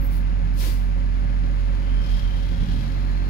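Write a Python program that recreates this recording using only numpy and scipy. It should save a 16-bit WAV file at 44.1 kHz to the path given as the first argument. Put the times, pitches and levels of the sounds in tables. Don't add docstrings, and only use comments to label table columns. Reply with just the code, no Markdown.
import sys
import numpy as np
from scipy import signal
from scipy.fft import rfft, irfft
from scipy.io import wavfile

SR = 44100
rng = np.random.default_rng(int(sys.argv[2]) if len(sys.argv) > 2 else 0)


def master_out(mix):
    frames = np.transpose(np.atleast_2d(mix))
    ceiling = np.clip(frames, -1, 1)
    pcm = np.round(ceiling * 32767).astype(np.int16)
    wavfile.write(sys.argv[1], SR, pcm)


N = 145089
TIME = np.arange(N) / SR
WINDOW_LAG_S = 0.00043


def from_db(db):
    return 10 ** (np.asarray(db) / 20)


def rms_one(x):
    return x / np.sqrt(np.mean(x ** 2) + 1e-20)


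def curve(rows):
    return np.interp(TIME, *np.transpose(rows))


def entering(times, levels_db):
    return from_db(np.interp(TIME, times, levels_db, left=-np.inf))


def pan(db):
    return from_db(np.array([[db], [-db]]) / 2)


def drift(rate_hz):
    step = 40
    pole = np.exp(-2 * np.pi * rate_hz * step / SR)
    noise = rng.standard_normal(N // step + 2002)
    slow = signal.lfilter([1], [1, -2 * pole, pole * pole], noise)[2000:]
    return np.interp(np.arange(N) / step, np.arange(len(slow)), rms_one(slow))


def colour(x, spectrum):
    hz, db = np.transpose(spectrum)
    f = np.maximum(np.fft.rfftfreq(N, 1 / SR), 1)
    gain = from_db(np.interp(np.log(f), np.log(hz), db))
    low_cut = np.minimum(f / hz[0], 1) ** 4
    return rms_one(irfft(rfft(x) * gain * low_cut, N))


def rings(x, modes):
    out = 0
    for hz, width_hz, db in modes:
        radius = np.exp(-np.pi * width_hz / SR)
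        poles = [1, -2 * radius * np.cos(2 * np.pi * hz / SR), radius * radius]
        out = out + from_db(db) * rms_one(signal.lfilter([1, 0, -1], poles, x))
    return out


def air(direct):
    white = rng.standard_normal((3, N))
    lag = int(round(WINDOW_LAG_S * SR))
    arriving = np.array([white[0], np.roll(white[0], lag)])
    return np.sqrt(direct) * arriving + np.sqrt(1 - direct) * white[1:]


def partial(turns, unsteady, rate_hz):
    wobble = 1 + unsteady * (drift(rate_hz) + 1j * drift(rate_hz))
    return rms_one(np.real(wobble * np.exp(2j * np.pi * (turns + rng.random()))))


def firings(turns, decay, depth, uneven_db):
    cylinders = from_db(uneven_db * rng.standard_normal(size=6))
    age = (turns % 1) / decay
    burst = age * np.exp(1 - age) * cylinders[turns.astype(int) % len(cylinders)]
    return rms_one(1 + depth * burst)


def puff(start, attack, hold, t60):
    rise = np.clip((TIME - start) / attack, 0, 1) ** 2
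    falling_s = np.maximum(TIME - start - attack - hold, 0)
    return rise * from_db(-60 * falling_s / t60)


def squeal(hz, spread_hz):
    jitter = spread_hz * np.array([drift(200), drift(200)])
    return np.sqrt(2) * np.sin(2 * np.pi * np.cumsum(hz + jitter, axis=1) / SR)


def boom(turns):
    lead_turns = np.array([[0.17], [0]])
    return np.sqrt(2) * np.sin(2 * np.pi * (turns + lead_turns)) * pan(-6)


# start_s, level_db
CAR_BOOM_LEVEL = [(0, 2), (2.1, 2), (2.75, -1), (3.27, 0.7)]
# multiple of the firing rate, level_db, left_right_db, unsteadiness (share)
CAR_OVERTONES = [(2, -16.5, -11.5, 0.039), (4, -32, 22, 0.28), (5, -25.5, 1.5, 0.39), (6, -32, 0, 0.33)]
# start_s, level_db
CAR_FAN_LEVEL = [(0, -47), (.5, -35.5), (1.8, -34), (3.27, -41)]
CAR_HZ, CAR_DB = 45.35, -22.5
FAN_HZ = 564.4
WHINE_MULTIPLE, WHINE_DB = 12, -35


def car_idle():
    turns = CAR_HZ * TIME + 0.012 * drift(2)
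    hum = from_db(curve(CAR_BOOM_LEVEL)) * boom(turns)
    for multiple, db, pan_db, unsteady in CAR_OVERTONES:
        hum = hum + from_db(db) * pan(pan_db) * partial(multiple * turns, unsteady, rate_hz=6)
    whine = from_db(WHINE_DB) * partial(WHINE_MULTIPLE * turns, unsteady=0.98, rate_hz=9.4)
    fan = from_db(curve(CAR_FAN_LEVEL)) * partial(FAN_HZ * TIME, unsteady=1, rate_hz=8)
    return from_db(CAR_DB) * (hum + (whine + fan) * pan(5))


# start_s, level_db
LINKAGE_BUMPS = [(.623, -42), (.663, -35.5)]
# pitch_hz, level_db (re the bump)
LINKAGE_MODES = [(305, 4.5), (350, 0), (440, -4.5)]


def clunks():
    out = 0
    for start, bump_db in LINKAGE_BUMPS:
        envelope = puff(start, attack=0.008, hold=0, t60=0.1)
        for hz, mode_db in LINKAGE_MODES:
            out = out + from_db(bump_db + mode_db) * envelope * np.sin(2 * np.pi * hz * (TIME - start))
    return out


# start_s, hold_s, pitch_hz, level_db
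VALVE_WHISTLES = [(0.0039, 0.03, 11790, -53.5), (0.042, 0.022, 11756, -50.5), (0.025, .115, 15600, -57),
                  (0.53, .025, 11780, -64)]
# frequency_hz, density_db (per Hz)
LEAK_SPECTRUM = [(2000, -8), (4500, -1.5), (8000, -16), (10000, -2), (13000, -4), (15500, -2)]
BLAST_SPECTRUM = [(900, -24), (2200, -2), (4600, 3), (7750, -6), (10000, -3), (13500, -1.5), (15500, -5.5)]
BODY_SPECTRUM = [(280, -11), (550, 6), (730, -18), (930, 2), (1300, -8), (2400, -4), (4000, -11),
                 (8000, -33)]


def air_brakes():
    leak = from_db(-48) * colour(air(direct=0.21), LEAK_SPECTRUM)
    leak = leak * puff(start=0.064, attack=0.061, hold=0.046, t60=0.22)
    blast = from_db(-38) * colour(air(direct=0.12), BLAST_SPECTRUM)
    blast = blast * puff(start=0.535, attack=0.069, hold=0.072, t60=0.47)
    body = from_db(-40) * colour(air(direct=0.35), BODY_SPECTRUM)
    body = body * puff(start=0.565, attack=0.069, hold=0.012, t60=0.63)
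    whistles = 0
    for start, hold, hz, db in VALVE_WHISTLES:
        tone = partial(hz * TIME, unsteady=0.35, rate_hz=34)
        whistles = whistles + from_db(db) * puff(start, attack=0.0045, hold=hold, t60=0.064) * tone
    return (leak + blast + body) * pan(6) + whistles


# start_s, level_db, pitch_hz
TURBO_WHISTLE = [(2.3, -61, 3790), (2.85, -59, 4010), (3.27, -58, 4280)]


def turbo():
    times, db, hz = np.transpose(TURBO_WHISTLE)
    return entering(times, db) * squeal(np.interp(TIME, times, hz), spread_hz=130) * pan(4)


# start_s, level_db, pitch_hz
BELT_CHIRP = [(1.65, -74, 3110), (1.92, -52.5, 3130), (2.22, -51, 3220), (2.39, -51.5, 3120),
              (2.48, -55.5, 3280), (2.68, -52.5, 3330), (2.85, -58, 3180), (3.1, -80, 3130)]


def belt(turns):
    times, db, hz = np.transpose(BELT_CHIRP)
    low = entering(times, db) * squeal(np.interp(TIME, times, hz), spread_hz=90)
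    high = from_db(-58) * puff(start=2, attack=0.025, hold=0.19, t60=0.2) * squeal(5210, spread_hz=50)
    return (low + high) * firings(turns, decay=0.17, depth=3, uneven_db=1) * pan(5)


# start_s, level_db
RATTLE_LEVEL = [(0, -44), (.9, -45), (1.8, -43.5), (2.1, -43), (2.5, -44), (3.27, -42.5)]
# frequency_hz, density_db (per Hz)
RATTLE_SPECTRUM = [(190, -72), (330, 1), (420, -11), (553, -4.5), (618, -8.5), (715, -5), (1280, -7),
                   (1430, -8), (2350, -12.5), (7150, -31), (7880, -39.5), (11200, -37.5), (15500, -40)]
# pitch_hz, width_hz, level_db (re the rattle)
BLOCK_MODES = [(1523, 22, -23.5), (1694, 19, -17), (2055, 37, -22.5)]


def clatter(turns):
    drive = air(direct=0.56) * firings(turns, decay=0.55, depth=0.11, uneven_db=8)
    rattle = colour(drive, RATTLE_SPECTRUM) + rings(drive, BLOCK_MODES)
    return from_db(curve(RATTLE_LEVEL)) * rattle * pan(3)


# start_s, level_db
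KNOCK_LEVEL = [(0, -62.5), (1.0, -59.5), (1.45, -58.5), (1.99, -55.5), (2.04, -50), (2.19, -48.5),
               (2.27, -53), (2.61, -51.5), (2.73, -49), (2.82, -50.5), (2.93, -53.5), (3.27, -57)]
# frequency_hz, density_db (per Hz)
KNOCK_SPECTRUM = [(900, -36), (2300, -4), (3000, 2), (3600, 0), (4200, 0.5), (5300, -3.5), (7000, -13.5),
                  (7900, -17), (11500, -14.5), (15500, -24)]


def knock(turns):
    grit_db = 1.7 * drift(250) + 0.5 * drift(15)
    pulses = firings(turns, decay=0.15, depth=0.4, uneven_db=1.5) * from_db(grit_db)
    return from_db(curve(KNOCK_LEVEL)) * colour(air(direct=0.18) * pulses, KNOCK_SPECTRUM) * pan(8.5)


# start_s, pitch_hz
FIRING_RATE = [(0, 33.85), (.95, 34.0), (1.3, 41.3), (1.85, 42), (2.0, 40.6), (2.2, 37.4), (2.34, 33.8),
               (2.48, 32.6), (2.65, 36), (2.88, 46.3), (3.27, 48)]
# start_s, level_db
THROB_LEVEL = [(0, -32.5), (1.2, -69), (1.37, -40), (1.55, -52), (1.85, -33), (2.2, -25), (2.42, -42),
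               (2.53, -36), (2.64, -24.5), (2.76, -33), (3.27, -41)]
# start_s, level_db
EXHAUST_SURGES = [(0, -36.5), (.33, -37.5), (.48, -34.5), (.57, -37.5), (1.7, -36.5), (2.47, -37),
                  (2.62, -31), (2.95, -36), (3.27, -35)]
# multiple of the firing rate, level_db (re the surges, before the pipe's colour)
EXHAUST_OVERTONES = [(2, -6.5), (3, -3), (4, -9.5), (4.5, -8), (5, -4.5), (6, -10.5), (7, -12.5)]
# frequency_hz, gain_db
PIPE_COLOUR = [(60, -1.5), (102, -2.5), (125, -0.5), (143, 0.5), (156, -3), (174, 0.5), (200, -9),
               (280, -7)]
# frequency_hz, density_db (per Hz)
RUMBLE_SPECTRUM = [(20, -34), (35, -53), (60, 10), (100, 0), (160, 7), (210, -0.5), (275, 2.5),
                   (320, -15.5), (450, -13), (900, -55)]


def exhaust(turns):
    throb = from_db(curve(THROB_LEVEL)) * boom(turns)
    tones = 0
    for multiple, db in EXHAUST_OVERTONES:
        pipe_db = np.interp(multiple * curve(FIRING_RATE), *np.transpose(PIPE_COLOUR))
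        tones = tones + from_db(db + pipe_db) * partial(multiple * turns, unsteady=0.33, rate_hz=7.2)
    gas = air(direct=0.6) * firings(turns, decay=0.2, depth=2.1, uneven_db=3)
    rumble = from_db(-1) * colour(gas, RUMBLE_SPECTRUM)
    surge_db = curve(EXHAUST_SURGES) + 1.2 * drift(9)
    return throb + from_db(surge_db) * (tones + rumble)


def scene():
    turns = np.cumsum(curve(FIRING_RATE)) / SR
    brakes = clunks() + air_brakes()
    engine = turbo() + belt(turns) + clatter(turns) + knock(turns) + exhaust(turns)
    return car_idle() + brakes + engine


def record(dry):
    low_pass = signal.ellip(12, 0.1, 80, 15750, fs=SR, output="sos")
    return signal.sosfilt(low_pass, dry)


dry = scene()
out = record(dry)
master_out(out)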